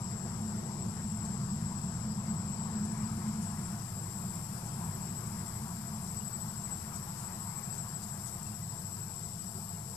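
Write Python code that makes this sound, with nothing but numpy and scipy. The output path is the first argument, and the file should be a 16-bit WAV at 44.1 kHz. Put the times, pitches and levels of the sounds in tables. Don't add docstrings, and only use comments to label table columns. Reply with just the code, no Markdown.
import sys
import numpy as np
from scipy import signal
from scipy.fft import rfft, irfft
from scipy.io import wavfile
from scipy.ndimage import uniform_filter1d

SR = 44100
rng = np.random.default_rng(int(sys.argv[2]) if len(sys.argv) > 2 else 0)


def generate_wav(sig):
    pcm = np.round(np.clip(np.atleast_2d(sig).T, -1, 1) * 32767).astype(np.int16)
    wavfile.write(sys.argv[1], SR, pcm)


def elevation(decibels):
    levels = np.asarray(decibels, float)
    return 10 ** (levels / 20)


N = 439236


# t/s, high crickets f/Hz, low crickets f/Hz
SONG_PITCH = [(0, 7730, 7600), (1.5, 7742, 7605), (2.8, 7752, 7625), (4.3, 7748, 7622), (5.5, 7758, 7635),
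              (6.5, 7755, 7618), (8, 7745, 7610), (9, 7740, 7612), (9.96, 7748, 7635)]
# first chirp t/s, end t/s, chirp period/s, start level/dB, end level/dB
HIGH_BOUTS = [(.028, 1.8, .0786, -47.5, -45.5), (1.827, 2.7, .0772, -45, -43.5),
              (2.754, 3.55, .0772, -46.5, -47), (3.601, 6.05, .079, -47.5, -45),
              (.07, 3.4, .0752, -49, -47), (3.7, 6.4, .0745, -50, -48)]
LOW_BOUTS = [(.02, 1.05, .0797, -46.5, -45.5), (1.09, 2.6, .078, -46, -47),
             (2.646, 4.55, .0775, -48.5, -45.5), (4.671, 6., .0795, -45, -47),
             (6.044, 7.8, .081, -47.5, -45), (7.82, 9.96, .0775, -45, -50)]
# first chirp t/s, end t/s, chirp period/s, start level/dB, end level/dB
UPPER_PHRASES = [(0, 1.6, .07, -61, -63), (2.2, 5.25, .07, -62, -59), (5.75, 9.7, .07, -60, -60)]
LOWER_PHRASES = [(1.4, 2.2, .07, -60, -61), (3.2, 4.3, .07, -60, -60), (4.7, 6.9, .07, -61, -60),
                 (7.6, 9.6, .07, -61, -60)]
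# f/Hz, chirps per s, chirp length/s, level/dB
FAR_SINGERS = [(7750, 12.9, .07, -52), (7735, 12.5, .07, -52), (7695, 13.2, .07, -53),
               (7665, 12.1, .07, -53), (7635, 12.7, .07, -53), (7595, 13.4, .07, -53),
               (7490, 13.1, .06, -62), (7400, 13.3, .06, -63), (7355, 12.7, .06, -61),
               (7320, 12.4, .06, -62), (7290, 13., .06, -62), (7240, 12.2, .06, -62),
               (7190, 13.3, .06, -64), (5600, 7.4, .04, -66), (5350, 7.9, .04, -65), (5100, 7.0, .04, -66),
               (4850, 6.6, .045, -66)]


def crickets():
    high_hz, low_hz = curve(SONG_PITCH, 1), curve(SONG_PITCH, 2)
    near = lead(high_hz)
    for pitch, bouts in ((high_hz, HIGH_BOUTS), (low_hz, LOW_BOUTS)):
        for row in bouts:
            near += bout(pitch, *row)
    far = np.zeros(N)
    for hz, phrases in ((5790, UPPER_PHRASES), (4700, LOWER_PHRASES)):
        for row in phrases:
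            far += .8 * bout(np.full(N, hz), *row, length=.04, detune_hz=60.)
    for hz, rate, length, db in FAR_SINGERS:
        luck = rng.standard_normal((150, 3))
        times = np.cumsum(1 + .03 * luck[:, 0]) / rate - .06
        for s, (spread, detune) in zip(times, luck[:, 1:]):
            add(far, s, elevation(db + 1.2 * spread) * chirp(hz + 10. * detune, length))
    near_scatter = foliage(near, t60=.15)
    far_scatter = foliage(far, t60=.25, turns_per_s=2.5)
    return near + .25 * near_scatter + .6 * far + .85 * far_scatter


FALTERS = [6.5, 6.58, 6.81, 6.88, 7.03, 7.88, 8.03, 8.18, 8.41, 9.1]


def lead(pitch):
    start_s, period_s, early_s, chirp_s = 6.118, .0764, .015, .054
    level_db, tires_db_per_s, falter_db = -38., 1.1, -6.5
    k = np.arange(int((N / SR - start_s) / period_s) + 1)
    times = start_s + period_s * k - early_s * np.exp(-k / 2)
    weak = abs(times[:, None] - FALTERS).min(1) < period_s / 2
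    song, luck = np.zeros(N), rng.standard_normal((len(k), 2))
    levels = level_db - tires_db_per_s * (times - start_s) + falter_db * weak + 0.45 * luck[:, 0]
    for s, db in zip(times + .003 * luck[:, 1], levels):
        add(song, s - chirp_s / 2, elevation(db) * chirp(pitch[round(s * SR)], chirp_s, 50., -34.))
    return song


def bout(pitch, first, end, period, start_db, end_db, length=0.058, detune_hz=6.9):
    trim_db, spread_db, jitter_s = -1.5, 1.5, .003
    song, luck = np.zeros(N), rng.standard_normal((60, 3))
    for s, (spread, jitter, detune) in zip(np.arange(first, end, period), luck):
        db = trim_db + np.interp(s, [first, end], [start_db, end_db]) + spread_db * spread
        hz = pitch[round(s * SR)] + detune_hz * detune
        add(song, s - length / 2 + jitter_s * jitter, elevation(db) * chirp(hz, length, 47.0, -48.))
    return song


def chirp(hz, length, rise_hz=70.8, half_db=-60.):
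    u = np.arange(-1, 1, 2 / (length * SR))
    arched_hz = hz - rise_hz * (u - .2) ** 2
    phase = 2 * np.pi * (np.cumsum(arched_hz) / SR + rng.random())
    tone = np.sin(phase) + elevation(half_db) * np.sin(phase / 2)
    return np.sqrt(2) * tone * signal.windows.tukey(len(u), .55)


# t/s, clicks per s
CLICK_RATE = [(0, 411), (2.8, 412), (3.3, 424), (3.8, 434), (4.4, 431), (5.3, 428), (6.9, 428), (8, 432),
              (9, 435), (9.96, 436)]
# t/s, level/dB
BUZZ = [
    (0.0, -20),
    (2.75, -24),
    (2.95, -10),
    (3.47, -6),
    (3.8, -4),
    (3.95, -.5),
    (7.29, 1.5),
    (9.96, 0.5),
]
# f/Hz, level/dB
LOW_MODE = [(7700, -22), (7950, -7), (8250, -3), (8600, 0), (9400, -2), (9900, -9), (10800, -22)]
HIGH_MODE = [(9800, -32), (10700, -11), (11500, 0.5), (12300, 5), (12850, 2), (13300, 1.5), (14000, -6.5),
             (14600, -11), (15200, -24)]


def cicada():
    wobble = 1 + .0012 * evened(uniform_filter1d(rng.standard_normal(N), 3000))
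    turns = np.cumsum(curve(CLICK_RATE, 1) * wobble) / SR
    count = np.arange(1, int(turns[-1]))
    second_drum = count % 2
    luck = rng.standard_normal((4500, 2))[:len(count)]
    at = np.interp(count + .12 * second_drum + .004 * luck[:, 0], turns, np.arange(N))
    strength = (1 - .65 * second_drum) * elevation(1.7 * luck[:, 1])
    taps = at.astype(int)[:, None] + np.arange(-12, 13)
    pulses = np.sinc(taps - at[:, None]) * np.hanning(27)[1:-1]
    clicks = np.zeros(N + 40)
    np.add.at(clicks, taps + 12, strength[:, None] * pulses)
    clicks = evened(clicks[12:N + 12])
    heard = .72 * clicks + .9 * foliage(clicks, t60=.06, turns_per_s=3.1)
    low = colour(heard + 1.4 * rng.standard_normal(N), LOW_MODE, patchy_db=.8, size=512)
    high = colour(heard + .85 * rng.standard_normal(N), HIGH_MODE, patchy_db=.8, size=512)
    effort_db = curve(BUZZ, 1)
    return evened(low) * elevation(-50. 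+ .2 * effort_db) + evened(high) * elevation(-54.5 + effort_db)


# t/s, level/dB, length/s
RUSTLES = [(1.238, -58, 0.038), (1.927, -66, 0.054), (3.409, -51, 0.041), (4.528, -60, 0.087),
           (4.637, -55, 0.056), (5.472, -60, .03), (5.91, -69, 0.037), (6.933, -54, 0.053),
           (7.12, -55, 0.16), (7.7, -59, 0.13), (8.02, -50, .025), (8.065, -54, 0.038), (8.25, -50, 0.05),
           (9.198, -62, .08)]
# t/s, level/dB
TICKS = [(1.252, -48), (2.8514, -42), (5.2664, -48), (6.0721, -45), (6.6179, -50), (8.4662, -47)]
# f/Hz, level/dB
LEAF = [(1500, -30), (3000, -10), (5000, 5), (7000, 10), (9500, 9), (12000, -8), (15600, -12)]


def leaves():
    snaps, t = np.zeros(N), np.arange(400) / SR
    for s, db, length in RUSTLES:
        n = round(length * SR)
        grains = rng.standard_normal(8000) * elevation(1.2 * rng.exponential(1, 8000))
        add(snaps, s, elevation(db) * evened(grains[:n]) * np.hanning(n) ** .5)
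    for s, db in TICKS:
        add(snaps, s, elevation(db + 1.0 - 60 * t / 0.017) * rng.standard_normal(400))
    scattered = snaps + 1.5 * foliage(snaps, t60=0.091)
    return colour(scattered, LEAF, size=256) / np.sqrt(SR / 2)


# t/s, f/Hz, length/s, level/dB
NOTES = [(6.2, 2860, .03, -64), (6.5, 2850, .03, -70), (8.167, 1950, 0.028, -64), (8.455, 2700, .025, -65),
         (8.517, 2740, .025, -65), (8.61, 2000, 0.033, -62), (9.67, 2840, .025, -68),
         (9.74, 2850, .025, -66), (9.539, 380, 0.054, -55), (9.707, 415, 0.117, -58),
         (9.87, 458, 0.08, -59)]


def birds():
    out = np.zeros(N)
    for s, hz, length, db in NOTES:
        add(out, s, elevation(db) * chirp(hz, length, rise_hz=6.1, half_db=-60.))
    return out + .5 * foliage(out, t60=0.14)


# f/Hz, width/Hz, left level/dB, right level/dB
MOTOR = [
    (689, 40, -71, -60),
    (102, 14, -52, -52),
]


def hums():
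    motor, idle = (narrow(hz, width) * elevation([[left_db], [right_db]]) for hz, width, left_db, right_db in MOTOR)
    return motor + idle * np.clip((np.arange(N) / SR - 8.05) / 0.063, 0, 1)


# t/s, nearness level/dB, engine drone level/dB
TRAFFIC = [(0.0, 0, -51), (0.44, 2, -39.5), (1.86, 4, -41), (3.08, 2.5, -35.5), (3.69, 2, -41.5),
           (3.9, 1.5, -56), (5.3, 1, -50), (5.94, -1, -44.5), (7.9, -2.5, -60.5), (9.96, -4.5, -65)]
# t/s, tyre swell level/dB, exhaust swell level/dB
PASSES = [
    (.6, 0.5, 3.5),
    (3.2, 2.5, 0),
    (5.1, 1.7, 1),
    (7.3, 3, 0.),
    (9.5, -2., 0.),
]
# f/Hz, level/(dB per Hz)
RUMBLE = [(22, -83), (33, -78), (43, -74), (65, -74.5), (100, -62.5), (140, -63), (200, -63), (225, -69),
          (260, -108), (300, -81.5)]
ROAD_LEFT = [(240, -79), (310, -87.5), (430, -82.5), (560, -88.5), (750, -81.5), (930, -76), (1300, -81.5),
             (1900, -88.5), (2700, -96), (3600, -101.5), (5000, -98.5)]
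ROAD_RIGHT = [(240, -80), (280, -96), (350, -75), (400, -86), (550, -88), (760, -84.5), (930, -82),
              (1400, -91), (2000, -100.3), (3200, -107.3), (5000, -103.8)]
# f/Hz, share 0 to 1
SAME = [(250, 0.92), (350, 0.53), (450, 0.64), (600, 0.67), (900, 1), (1300, 0.4), (1700, 0.75),
        (2300, 0.41), (3000, 0.14)]
# f/Hz, phase/rad
PORT_LAG = [(30, -.1), (80, -.03), (120, .08), (200, .25), (450, .6), (1000, 1.25), (1700, 1.6),
            (3000, 1.6)]


def traffic():
    a, b, c, d = rng.standard_normal((4, N))
    near_db, t = curve(TRAFFIC, 1, True), np.arange(N) / SR
    rumble = elevation(near_db) * colour(a, RUMBLE, patchy_db=0.6, size=4096)
    rumble += elevation(curve(TRAFFIC, 2) - 3.5) * narrow(213, 18.0)
    hz = np.fft.rfftfreq(N, 1 / SR)
    same = np.clip(np.interp(hz, *np.transpose(SAME)), 0, 1)
    other = irfft(same * rfft(b) + np.sqrt(1 - same ** 2) * rfft(c), N)
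    roar = np.array([colour(b, ROAD_LEFT, patchy_db=2.0), colour(other, ROAD_RIGHT, patchy_db=2.0)])
    exhaust = signal.sosfiltfilt(signal.butter(3, 620, fs=SR, output="sos"), roar)
    tyres = roar - exhaust
    tyre_db, pipe_db = np.zeros((2, N))
    for s, tyre_swell_db, pipe_swell_db in PASSES:
        swell = np.exp(-((t - s) / 0.68) ** 2)
        tyre_db += tyre_swell_db * swell
        pipe_db += pipe_swell_db * swell
    roar = elevation(0.59 * near_db + pipe_db) * exhaust + elevation(0.29 * near_db + tyre_db - 1.74) * tyres
    stray = colour(d, [(20, -78.0), (45, -91.0), (100, -86.0), (220, -84.0)], size=4096)
    left, right = rumble * elevation([[.3], [-.3]]) + stray * [[1], [-1]] + roar
    lag = np.interp(hz, *np.transpose(PORT_LAG))
    return np.array([left, irfft(rfft(right) * np.exp(-1j * lag), N)])


# f/Hz, level/(dB per Hz)
AIR_LEFT = [(2500, -100), (3500, -97), (4500, -92), (4800, -88), (5300, -83.5), (5650, -84.5), (5900, -89),
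            (6600, -92), (7100, -85), (7900, -88), (9000, -114), (10000, -94), (12000, -94), (14000, -103),
            (15600, -110)]
AIR_RIGHT = [(2400, -108), (3300, -109), (4100, -102.5), (5700, -102), (6200, -106.5), (7600, -106.5),
             (8050, -113), (8400, -109), (10500, -114.5), (12000, -113.5), (12600, -118), (13100, -115.5),
             (14900, -121), (15600, -126)]


def air():
    thinning = elevation(0.06 * (6 - np.arange(N) / SR))
    wash = thinning * colour(rng.standard_normal(N), AIR_LEFT, patchy_db=1.1, size=512)
    hiss = colour(rng.standard_normal(N), AIR_RIGHT, size=1024)
    return np.array([wash, hiss])


def foliage(x, t60=.15, turns_per_s=1.49):
    t, out = np.arange(N) / SR, np.zeros(N)
    for k in range(3):
        tail = rng.standard_normal(8000) * elevation(-60 * t[:8000] / t60)
        feed = np.cos(np.pi * (turns_per_s * t + k / 3)) * np.sqrt(2 / 3)
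        out += signal.oaconvolve(x * feed, tail / np.linalg.norm(tail))[:N]
    return out


def narrow(hz, width):
    r = np.exp(-np.pi * width / SR)
    noise = rng.standard_normal(N) + 1j * rng.standard_normal(N)
    slow = signal.lfilter([1], np.poly([r, r]), noise)
    return evened((slow * np.exp(2j * np.pi * hz * np.arange(N) / SR)).real)


def colour(x, spectrum, patchy_db=0., size=2048):
    hz, _, z = signal.stft(x, SR, nperseg=size)
    patches = uniform_filter1d(rng.standard_normal(z.shape), size // 100, 0)
    patches = uniform_filter1d(patches, 8192 // size, 1)
    gain = elevation(read(spectrum, hz)[:, None] + patchy_db * evened(patches)) * np.sqrt(SR / 2)
    return signal.istft(z * gain, SR, nperseg=size)[1][:N]


def read(points, hz):
    f, db = np.transpose(points)
    octaves = np.log2(hz + 1)
    outside = np.maximum(np.log2(f[0]) - octaves, 0) + np.maximum(octaves - np.log2(f[-1]), 0)
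    return np.interp(octaves, np.log2(f), db) - 40 * outside


def curve(rows, column, centred=False):
    rows = np.array(rows)
    values = np.interp(np.arange(N) / SR, rows[:, 0], rows[:, column])
    return values - centred * values[4 * SR:8 * SR].mean()


def evened(x):
    return x / np.sqrt(np.mean(x ** 2) + 1e-20)


def add(mix, s, sound):
    part = mix[max(round(s * SR), 0):][:len(sound)]
    part += sound[:len(part)]


def scene():
    trees = crickets() + cicada() + leaves()
    trees_in_ports = trees * elevation([[0], [-46]])
    birds_in_ports = birds() * elevation([[0], [-8.]])
    return trees_in_ports + birds_in_ports + hums() + traffic() + air()


# f/Hz, level/(dB per Hz)
FAINT_LEFT = [(1500, -102), (2600, -101), (3600, -100.5), (4500, -99), (6000, -102), (13000, -106),
              (14000, -105), (14500, -104.5), (14850, -102), (15300, -97)]
FAINT_RIGHT = [(1500, -118), (3300, -110), (5000, -108), (6200, -108.5), (7600, -109), (8050, -111),
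               (8500, -111.5), (10500, -116.5), (12000, -116), (12600, -117), (13200, -120), (14800, -124),
               (15150, -112)]


def drop_faint(ports):
    gated = []
    for x, faint in zip(ports, (FAINT_LEFT, FAINT_RIGHT)):
        hz, _, z = signal.stft(x, SR, nperseg=2048, noverlap=1024)
        power = (abs(z[:1024]) ** 2).reshape(128, 8, -1).mean(1)
        density = power * 2048 * 4 / 3 / SR
        threshold = elevation(2 * read(faint, np.maximum(hz[4:1024:8], 1500)))
        kept = np.repeat(density > threshold[:, None], 8, 0)
        kept = np.vstack([kept, kept[-1:]])
        gated.append(signal.istft(z * kept, SR, nperseg=2048, noverlap=1024)[1][:N])
    return np.array(gated)


def band_limit(x):
    return signal.sosfilt(signal.butter(12, 15670, fs=SR, output="sos"), x)


def record(dry):
    mix = drop_faint(dry) - .0007
    return band_limit(mix)


dry = scene()
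out = record(dry)
generate_wav(out)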